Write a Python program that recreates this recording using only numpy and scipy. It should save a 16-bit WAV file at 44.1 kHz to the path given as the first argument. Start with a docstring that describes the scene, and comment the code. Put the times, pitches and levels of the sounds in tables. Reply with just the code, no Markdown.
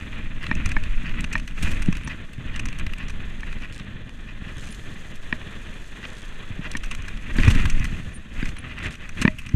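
"""A mountain bike runs fast down a dirt trail, over a boardwalk and off two drops, heard from the chest.
From the start air buffets and hisses, tyres rumble and crunch, chain and cables clack and steel rings.
Soon the tread scuffs, the camera's plastic mount knocks and bumps thump through the rider's body.
The first landing swells at 1.5 s; thin squeaks follow, and from 3.7 s the freehub ticks in short runs.
Hollow boards lift the roar from 4.4 to 6.9 s; the hardest landing comes at 7.3 s, then two lighter ones."""
import sys
import numpy as np
from scipy import signal
from scipy.fft import rfft, irfft
from scipy.io import wavfile
from scipy.ndimage import map_coordinates

SR = 44100
rng = np.random.default_rng(int(sys.argv[2]) if len(sys.argv) > 2 else 0)


def master_out(mix):
    """Clip the mix to full scale and print it as 16-bit PCM to the path in sys.argv[1]."""
    frames = np.transpose(np.atleast_2d(mix))
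    ceiling = np.clip(frames, -1, 1)
    pcm = np.round(ceiling * 32767).astype(np.int16)
    wavfile.write(sys.argv[1], SR, pcm)


N = 421155
TIME = np.arange(N) / SR
AGE = TIME[:SR // 4]   # time since a hit
USUAL_RUMBLE_DB, USUAL_CRUNCH_DB = -39.5, -42.5
DISC_HZ, DISC_T60_S = 622, .18

# fader ride for the air buffeting the chest: t/s, level/dB
BUFFET_RIDE = [(0, -35.5), (0.9, -25), (1.15, -24), (1.45, -30.5), (1.88, -21), (2.05, -36.5), (2.85, -29),
               (3.9, -36.5), (6.45, -41), (7.0, -25.5), (7.25, -34.5), (7.8, -17), (8.1, -40), (9.55, -39)]
# fader ride for the treble hiss: t/s, level/dB
HISS_RIDE = [(0, -54), (0.3, -60), (0.65, -54), (1.45, -57.5), (1.8, -53), (2.25, -59.5), (3.6, -57),
             (3.95, -62), (4.38, -60.5), (4.66, -49.5), (4.95, -54.5), (6.2, -53.5), (6.45, -57),
             (7.15, -55), (7.95, -51.5), (8.25, -62.5), (8.52, -62), (8.7, -59), (9.55, -57.5)]
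# EQ of the buffeting, nearly all sub-bass: f/Hz, level/dB
BUFFET_EQ = [(5, -8.5), (11, 4), (18, -0.5), (30, -4.5), (42, -12), (70, -35.5), (140, -91)]
# EQ of hissing air and dust: f/Hz, level/dB
HISS_EQ = [(2500, -17), (4200, 6.5), (5100, 1), (5900, 3), (6250, 8.5), (7200, 4.5), (8800, 1),
           (9900, -2.5), (10600, -6), (12400, -8), (15000, -25)]
# how hard the trail works the tyres: t/s, rumble level/dB, crunch level/dB
TRAIL_RIDE = [(0, -36, -39), (0.33, -38, -45), (0.6, -26.5, -37), (0.9, -36, -41), (1.12, -32, -39.5),
              (1.5, -39, -47.5), (1.93, -32, -37), (2.28, -41.5, -49.5), (2.65, -33, -41.5),
              (3.25, -41.5, -46.5), (3.65, -39, -44), (4.0, -40, -51.5), (4.7, -40, -47.5),
              (5.6, -42, -47.5), (6.35, -46, -48), (6.75, -38, -43.5), (7.2, -38.5, -43),
              (7.85, -29, -37.5), (8.25, -46, -53.5), (8.87, -35.5, -38.5), (9.1, -41, -48),
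              (9.55, -38, -46)]
# hollow boards (+) or nothing but air (-) under the tyres: start/s, end/s, roar change/dB
SURFACE_SPANS = [(1.39, 1.62, -2.5), (4.38, 6.933, 2.5), (9.26, 9.597, -9.5)]
# EQ of knobs drumming on the ground: f/Hz, level/dB
RUMBLE_EQ = [(30, -3.5), (55, 4), (95, 1.5), (150, -2.5), (230, -3.5), (320, -14.5), (450, -38),
             (900, -42.5)]
# EQ of the tyres' midrange roar: f/Hz, level/dB
ROAR_EQ = [(150, -12), (330, 6.5), (470, 4), (760, -3), (900, -5), (1060, -1.5), (1450, -1), (1800, 7.5),
           (2200, -9.5), (3400, 0.5), (4200, -13), (5000, -39), (9000, -38)]
# EQ of crushed grit: f/Hz, level/dB
CRUNCH_EQ = [(500, -28), (1000, -8.5), (1400, -3), (1700, -2.5), (2020, 3), (2230, -3.5), (2420, 4),
             (2700, 0.5), (3100, -8.5), (3700, -14), (4800, -34.5), (9000, -45.5)]
# modes of brake discs and spokes: f/Hz, gain/dB, t60/s
STEEL_MODES = [(DISC_HZ, 16, DISC_T60_S), (1090, 0, 0.04), (3960, 3, 0.07), (6350, 5, 0.11),
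               (7410, 0, 0.15), (11570, 4, 0.08)]
# featured slaps of chain and cables: t/s, snap level/dB, clack level/dB, length/s
SLAP_CUES = [(0.1304, -60, -48, 0.0047), (0.464, -36, -22, 0.0054), (0.551, -27, -35, 0.0034),
             (0.657, -25, -21, 0.0062), (0.6892, -32.5, -34, 0.007), (0.835, -31.5, -35, 0.0066),
             (1.206, -22, -33, 0.0038), (1.2405, -33, -20.5, 0.0062), (1.326, -27, -24, 0.011),
             (1.3768, -33.5, -32, 0.007), (1.4754, -35, -31.5, 0.0047), (1.6242, -20.5, -26.5, 0.013),
             (1.7125, -27, -35, 0.013), (1.82, -30.5, -27.5, 0.0086), (1.925, -32, -24, 0.0048),
             (1.9684, -25.5, -29, 0.0034), (2.0727, -38, -37, 0.011), (2.33, -38, -39, 0.0076),
             (2.593, -32, -22.5, 0.0077), (2.6546, -29.5, -26.5, 0.0063), (2.786, -32.5, -30.5, 0.0048),
             (2.864, -31, -24.5, 0.0061), (2.934, -29, -23, 0.0047), (3.1014, -38, -32, 0.0056),
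             (3.526, -35, -28, 0.0048), (4.092, -40, -33, 0.0038), (5.1537, -37, -53, 0.01),
             (6.051, -58, -23.5, 0.0047), (6.7141, -27.5, -35, 0.0044), (6.768, -26.5, -29, 0.0054),
             (6.833, -36, -28, 0.0096), (6.8575, -32, -39, 0.006), (6.9106, -33, -22, 0.008),
             (6.948, -27.5, -25.5, 0.004), (7.08, -35, -27.5, 0.0093), (7.3656, -27, -35, 0.0057),
             (7.4772, -23.5, -21, 0.011), (7.5, -23.5, -29, 0.02), (7.5484, -26, -24, 0.009),
             (7.654, -23.5, -18, 0.0061), (7.6976, -26.5, -29, 0.0077), (7.842, -22.5, -22, 0.005),
             (9.0904, -30, -28, 0.005), (9.2143, -23, -20.5, 0.007), (9.219, -24.5, -17.5, 0.01),
             (9.384, -28.5, -38, 0.014), (9.462, -36.5, -45, 0.0087)]
# modes of the chain links: f/Hz, gain/dB, t60/s
LINK_MODES = [(2580, 12, 0.014), (4350, -7, 0.014), (5930, 0, 0.0046), (8600, -16, 0.0019),
              (11800, -23, 0.049), (13900, 15.5, 0.0035)]
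# modes of the frame under the chain: f/Hz, gain/dB, t60/s
FRAME_MODES = [(1710, 1.5, 0.0036), (2010, 0.5, 0.039), (2456, 7, 0.0059), (2650, 0, 0.015)]
# EQ of bright steel contacts, in chain and freehub: f/Hz, level/dB
SNAP_EQ = [(1500, -21), (3000, 12.5), (4100, 5.5), (4900, 2.5), (6000, 4), (7300, 4), (8700, 3.5),
           (10400, -7.5), (11600, -9.5), (13400, -30), (15000, -22)]
# the tread slips on loose grit: t/s, level/dB
SCUFF_CUES = [(0.404, -26), (0.68, -32), (1.038, -26), (1.64, -23.5), (2.083, -26.5), (2.529, -28.5),
              (2.985, -29), (3.48, -36), (3.613, -31), (4.264, -34.5), (4.455, -34.5), (6.01, -29),
              (6.624, -26), (7.41, -22), (8.68, -34), (8.76, -28), (8.833, -23), (9.015, -34.5)]
# EQ of a scuff: f/Hz, level/dB
SCUFF_EQ = [(600, -14), (1400, 1.5), (1750, 7.5), (2000, 12), (2230, -4), (2470, 8), (2750, -5),
            (3200, -11), (4500, -12.5), (9000, -33)]
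# rough ground that throws the chain at random: start/s, end/s, mean rattle rate/Hz
ROUGH_SPANS = [(0.42, 1.15, 6), (1.22, 2.1, 11), (2.5, 3.15, 8), (3.3, 3.8, 4), (6.6, 7.2, 8),
               (7.33, 7.9, 22), (8.35, 9.5, 6)]
# the mount knocks: t/s, ring level/dB, thud level/dB, decay factor, tilt/(dB per octave), pitch factor
KNOCK_CUES = [(0.5126, -12.5, -27, 0.88, 2.5, 0.98), (0.7654, -14, -32, 1, 0, 0.95),
              (1.3535, -12, -37, 0.88, 2.5, 1.004), (2.075, -25, -36, 1, -2, 0.99),
              (3.4313, -26.5, -65, 1, 3, 0.97), (5.3263, -12.5, -29.5, 0.4, 1.5, 1),
              (6.7506, -21, -32.5, 1, 3, 0.98), (7.3848, -19, -19, 0.7, 10, 0.91),
              (7.4336, -16, -33, 0.48, 10, 1.09), (7.4784, -17, -29, 0.83, -3, 1.01),
              (8.427, -25, -26.5, 0.92, 11, 0.91), (9.2519, -9, -12.5, 0.67, 0, 0.983),
              (9.2777, -8, -19, 0.6, 3, 1.042)]
# modes of the plastic mount and housing: f/Hz, gain/dB, t60/s
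MOUNT_MODES = [(923, -3, 0.03), (1200, 7, 0.0076), (1650, 6.5, 0.0064), (1834, 9.5, 0.022),
               (1933, -3.5, 0.046), (2352, 2.5, 0.023), (3450, -19.5, 0.022), (4140, -14, 0.013),
               (5400, -19.5, 0.027)]
# soft, heavy bumps: t/s, level/dB, f/Hz
BUMP_CUES = [(0.658, -27, 92), (1.629, -23, 60.3), (1.8842, -7.5, 182), (2.379, -23.5, 113),
             (2.863, -22, 75), (6.501, -25.5, 88), (6.591, -20.5, 170), (7.386, -24, 167),
             (7.44, -14, 76.6), (7.474, -2, 92), (7.558, -21, 225), (7.644, -14.5, 78), (7.8, -18, 99),
             (9.216, -19.5, 232), (9.25, -2.5, 213), (9.538, -7, 92)]
# the suspension sinks: t/s, level/dB, hold/s, release per 20 dB/s, gust level/dB
LANDING_CUES = [(1.546, -5.5, 0.045, 0.23, -16), (7.301, -4, 0.1, 0.54, -16),
                (8.297, -10.5, 0.088, 0.12, -31), (9.12, -7.5, 0.01, 0.1, -33)]
# thin squeaks: t/s, length/s, first f/Hz, last f/Hz, level/dB
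SQUEAK_CUES = [(2.042, 0.015, 9800, 9000, -43.5), (4.703, 0.032, 9800, 9650, -46),
               (8.133, 0.049, 9550, 9000, -43), (8.584, 0.012, 9800, 9700, -40.5)]
# the freehub coasts: start/s, end/s, first tick rate/Hz, last tick rate/Hz, level/dB
COAST_SPANS = [(3.725, 3.791, 156, 90, -42), (4.569, 4.757, 77, 45, -41), (6.102, 6.236, 25, 106, -41.5),
               (8.829, 8.871, 240, 420, -41.5), (8.908, 8.943, 300, 100, -42.5)]


def from_db(db):
    """Decibels to gain."""
    return 10 ** (np.asarray(db) / 20)


def power_sum(a_db, b_db):
    """Level of two unrelated sounds at once."""
    return 10 * np.log10(from_db(a_db) ** 2 + from_db(b_db) ** 2)


def unit_rms(x):
    """Scale to unit power."""
    return x / np.sqrt(np.mean(x ** 2) + 1e-20)


def add(track, s, sound):
    """Mix a sound in at time s."""
    start = max(int(s * SR), 0)
    track[start:start + len(sound)] += sound[:max(N - start, 0)]


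def faders(ride):
    """One automation curve per level column, in straight ramps."""
    s, *columns = np.transpose(ride)
    return [np.interp(TIME, s, column) for column in columns]


def eq(x, curve, size=2 ** 13):
    """Minimum-phase EQ, so hits have no pre-ring; white noise keeps its power."""
    hz, db = np.transpose(curve)
    log_hz = np.log(np.maximum(np.fft.rfftfreq(size, 1 / SR), 1))
    past_ends = np.abs(log_hz - np.clip(log_hz, np.log(hz[0]), np.log(hz[-1])))
    gain = unit_rms(from_db(np.interp(log_hz, np.log(hz), db) - 20 * past_ends))
    cepstrum = irfft(np.log(gain))
    cepstrum[1:size // 2] *= 2
    cepstrum[size // 2 + 1:] = 0
    impulse = irfft(np.exp(rfft(cepstrum)))
    return signal.oaconvolve(x, impulse)[:N]


def bandpass(x, low_hz, high_hz):
    """A small part radiates little bass, and a slightly blunt contact passes little treble."""
    return signal.sosfilt(signal.butter(3, [low_hz, high_hz], "band", fs=SR, output="sos"), x)


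def resonate(x, hz, t60):
    """One resonance, with gain 1 at its centre."""
    radius = np.exp(-np.log(1000) / (t60 * SR))
    feedback = [1, -2 * radius * np.cos(2 * np.pi * hz / SR), radius ** 2]
    return signal.lfilter(np.array([1, 0, -1]) * (1 - radius ** 2) / 2, feedback, x + 1e-18)


def drift(per_s):
    """Smooth random modulation through `per_s` points a second; unit power."""
    knots = rng.standard_normal(4000)
    return unit_rms(map_coordinates(knots, [TIME * per_s], order=2, mode="wrap"))


def grains(per_s, spread_db):
    """Random tiny impacts of uneven size; unit power."""
    sizes = from_db(spread_db * np.minimum(rng.exponential(1, N), 4))
    return unit_rms(sizes * rng.choice([-1, 1], N) * (rng.random(N) < per_s / SR))


def decay(t60):
    """Exponential tail after a hit."""
    return np.exp(-np.log(1000) * AGE / t60)


def thud(hz, cycles, hardness=1.37):
    """A soft-edged sine that falls 60 dB in `cycles` swings; peak 1."""
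    attack = 1 - np.exp(-(AGE * hz * hardness) ** 2)
    swing = np.sin(2 * np.pi * hz * AGE) * decay(cycles / hz) * attack
    return swing / np.abs(swing).max()


def air(buffet_db, hiss_db):
    """Gusty pressure swings on the chest, under a flickering hiss of air and fine dust."""
    gusts = from_db(buffet_db + 3.5 + 1.5 * drift(per_s=7.3))
    buffet = unit_rms(eq(rng.standard_normal(N), BUFFET_EQ))
    hiss = eq(grains(per_s=8200, spread_db=4), HISS_EQ)
    flicker = from_db(hiss_db - 4.5 + 1.5 * drift(per_s=70))
    return gusts * buffet + flicker * hiss


def roar_level(crunch_db, follow=0.34, fade_s=0.071):
    """The tyres roar with the work they do: louder on hollow boards, hushed in the air."""
    surface_db = sum(db * np.clip(np.minimum(TIME - start, end - TIME) / fade_s, 0, 1)
                     for start, end, db in SURFACE_SPANS)
    return -51.5 + follow * (crunch_db - USUAL_CRUNCH_DB) + surface_db


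def tyres(rumble_db, roar_db, crunch_db):
    """Knobs drum, roar and crush grit; stones and longer ripples shake all three layers together."""
    roughness = np.minimum(from_db(0.51 * (rumble_db - USUAL_RUMBLE_DB)), 1.2)
    stones, ripples = drift(per_s=55), drift(per_s=14)
    load = roughness * (stones + 0.55 * ripples)
    knobs = grains(per_s=900, spread_db=3) * from_db(rumble_db + 0.5 + 2 * load)
    roar = rng.standard_normal(N) * from_db(roar_db + 4 + 1.9 * load)
    bursts_db = roughness * (2 * drift(per_s=60) + 1.46 * drift(per_s=170))
    grit = grains(per_s=1700, spread_db=1.5) * from_db(crunch_db - 2.5 + 1.47 * load + bursts_db)
    return eq(knobs, RUMBLE_EQ) + eq(roar, ROAR_EQ) + eq(grit, CRUNCH_EQ)


def steel_ring(shaking):
    """Brake discs and spokes ring on after whatever shakes the bike."""
    return sum(from_db(db) * resonate(shaking, hz, t60) for hz, db, t60 in STEEL_MODES)


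def chain(slaps, attack_s=0.0014, ring_spread_db=7):
    """Each slap is a spray of link contacts: a bright snap off the links, a dull clack off the frame."""
    snaps, clacks = np.zeros(N), np.zeros(N)
    for s, snap_db, clack_db, length in slaps:
        envelope = (1 - np.exp(-AGE / attack_s)) * np.exp(-(AGE / length) ** 2)
        spray = rng.laplace(size=len(AGE)) * envelope
        links = sum(from_db(db + ring_spread_db * rng.normal()) * resonate(spray, hz, t60)
                    for hz, db, t60 in LINK_MODES)
        add(snaps, s, from_db(snap_db - 0.5) * envelope.std() * unit_rms(spray + links))
        frame = sum(from_db(db) * resonate(spray, hz, t60) for hz, db, t60 in FRAME_MODES)
        frame = bandpass(frame, low_hz=704, high_hz=4200)
        add(clacks, s, from_db(clack_db - 1.5) * envelope.std() * unit_rms(frame))
    return eq(snaps, SNAP_EQ) + clacks


def scuffs(length_s=0.059, squawk_hz=2520):
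    """A loaded tyre slips: a short swell of grit that squawks at a pitch of its own."""
    grit = grains(per_s=830, spread_db=2)
    swell = np.sin(np.pi * np.minimum(AGE / length_s, 1))
    crunch, squawks = np.zeros(N), np.zeros(N)
    for s, db in SCUFF_CUES:
        slip = from_db(db - 9) * swell * grit[int(s * SR):][:len(AGE)]
        hz = squawk_hz * np.exp(0.06 * rng.normal())
        add(crunch, s, slip)
        add(squawks, s, from_db(-4.5) * slip.std() * unit_rms(resonate(slip, hz, t60=0.0091)))
    return eq(crunch, SCUFF_EQ) + bandpass(squawks, low_hz=1480, high_hz=3550)


def rattle_cues(shake_db, jolts=400, follow=0.89, mean_length_s=0.0047):
    """Filler slaps for the chain: on rough ground some of the many small jolts throw it."""
    moments, luck, stretch = rng.random((jolts, 3)).T
    snap_db, clack_db = 1.5 * rng.standard_normal((jolts, 2)).T
    s = moments * TIME[-1]
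    rate = sum(per_s * (s > start) * (s < end) for start, end, per_s in ROUGH_SPANS)
    force_db = follow * (np.interp(s, TIME, shake_db) - USUAL_RUMBLE_DB)
    lengths = mean_length_s * (.5 + stretch)
    slaps = np.transpose([s, force_db + snap_db - 39, force_db + clack_db - 32.5, lengths])
    return slaps[luck < rate * TIME[-1] / jolts].tolist()


def mount_knocks(attack_s=0.00047):
    """Hard plastic hits, each with its own mix of modes, over a short thud; a brake disc sings on."""
    out = np.zeros(N)
    disc = decay(DISC_T60_S) * np.sin(2 * np.pi * DISC_HZ * AGE)
    for s, db, thud_db, stretch, tilt_db, pitch in KNOCK_CUES:
        ring = 0
        for k, (hz, mode_db, t60) in enumerate(MOUNT_MODES):
            gain = from_db(mode_db + tilt_db * np.log2(hz) + rng.normal())
            detune = pitch + .02 * rng.normal()
            ring += (-1) ** k * gain * decay(t60 * stretch) * np.sin(2 * np.pi * hz * detune * AGE)
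        ring = bandpass(ring * (1 - np.exp(-AGE / attack_s)), low_hz=870, high_hz=4470)
        add(out, s, from_db(db + 4) * ring / np.abs(ring).max())
        add(out, s, from_db(thud_db + 9.5) * thud(hz=222, cycles=4.4))
        add(out, s, from_db(db - 27.5) * disc)
    return out


def body_bumps():
    """Landings and roots thump up through the rider's body; the chest harness booms along."""
    out = np.zeros(N)
    harness = thud(hz=235.5, cycles=11)
    for s, db, hz in BUMP_CUES:
        add(out, s, from_db(db + 1) * thud(hz, cycles=5.3))
        add(out, s, from_db(db - 10) * harness)
    return out


def landing_swells(attack_s=0.096):
    """Extra tyre load and rush of air, in dB: both build as the suspension sinks, hold, and die away."""
    swells = np.full((2, N), 1e-6)
    for s, db, hold, release, gust_db in LANDING_CUES:
        attack = np.clip((TIME - s) / attack_s, 0, 1)
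        fall_db = 20 * np.maximum(TIME - s - attack_s - hold, 0) / release
        swells += from_db([[db], [gust_db]]) * from_db(-fall_db) * attack
    return 20 * np.log10(swells)


def squeaks(waver_hz=260):
    """Brief, wavering, very high squeaks, as of a pad grazing a brake disc."""
    out = np.zeros(N)
    for s, length, first_hz, last_hz, db in SQUEAK_CUES:
        size = int(length * SR)
        hz = np.linspace(first_hz, last_hz, size) + waver_hz * drift(per_s=1230)[:size]
        swell = np.sin(np.linspace(0, np.pi, size))
        add(out, s, from_db(db) * swell * np.sin(2 * np.pi * np.cumsum(hz) / SR))
    return out


def freehub(spread_db=2.5):
    """Pawls tick over the ratchet teeth, faster or slower as the pedals move."""
    ticks = np.zeros(N)
    for start, end, first_rate, last_rate, db in COAST_SPANS:
        rate = np.interp(TIME, [start, end], [first_rate, last_rate]) * (TIME >= start) * (TIME < end)
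        teeth_passed = np.ceil(np.cumsum(rate) / SR)
        for s in TIME[np.flatnonzero(np.diff(teeth_passed))]:
            gain = from_db(db + rng.normal(0, spread_db))
            add(ticks, s, gain * rng.standard_normal(len(AGE)) * decay(t60=0.014))
    return eq(ticks, SNAP_EQ)


def scene():
    """A bed of air and tyres that swells on each landing, with the hits on top; all close, dry and mono."""
    rumble_db, crunch_db = faders(TRAIL_RIDE)
    (buffet_db,), (hiss_db,) = faders(BUFFET_RIDE), faders(HISS_RIDE)
    landing_db, gust_db = landing_swells()
    shake_db = power_sum(rumble_db, landing_db - 23)
    roar_db = power_sum(roar_level(crunch_db), landing_db - 38.5)
    bed = air(power_sum(buffet_db, gust_db), power_sum(hiss_db, landing_db - 39))
    bed += tyres(shake_db, roar_db, power_sum(crunch_db, landing_db - 29))
    clatter = chain(SLAP_CUES + rattle_cues(shake_db)) + freehub() + scuffs()
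    ringing = steel_ring(clatter + from_db(-17.5) * bed)
    return (bed + clatter + ringing + mount_knocks() + body_bumps() + squeaks())[None]


def record(dry):
    """A soft clip rounds the biggest peaks at full scale; a steep low-pass cuts the very top."""
    rounded = dry / (1 + dry ** 8) ** (1 / 8)
    top_cut = signal.ellip(10, .1, 80, 15400, fs=SR, output="sos")
    return signal.sosfilt(top_cut, rounded)


dry = scene()
out = record(dry)
master_out(out)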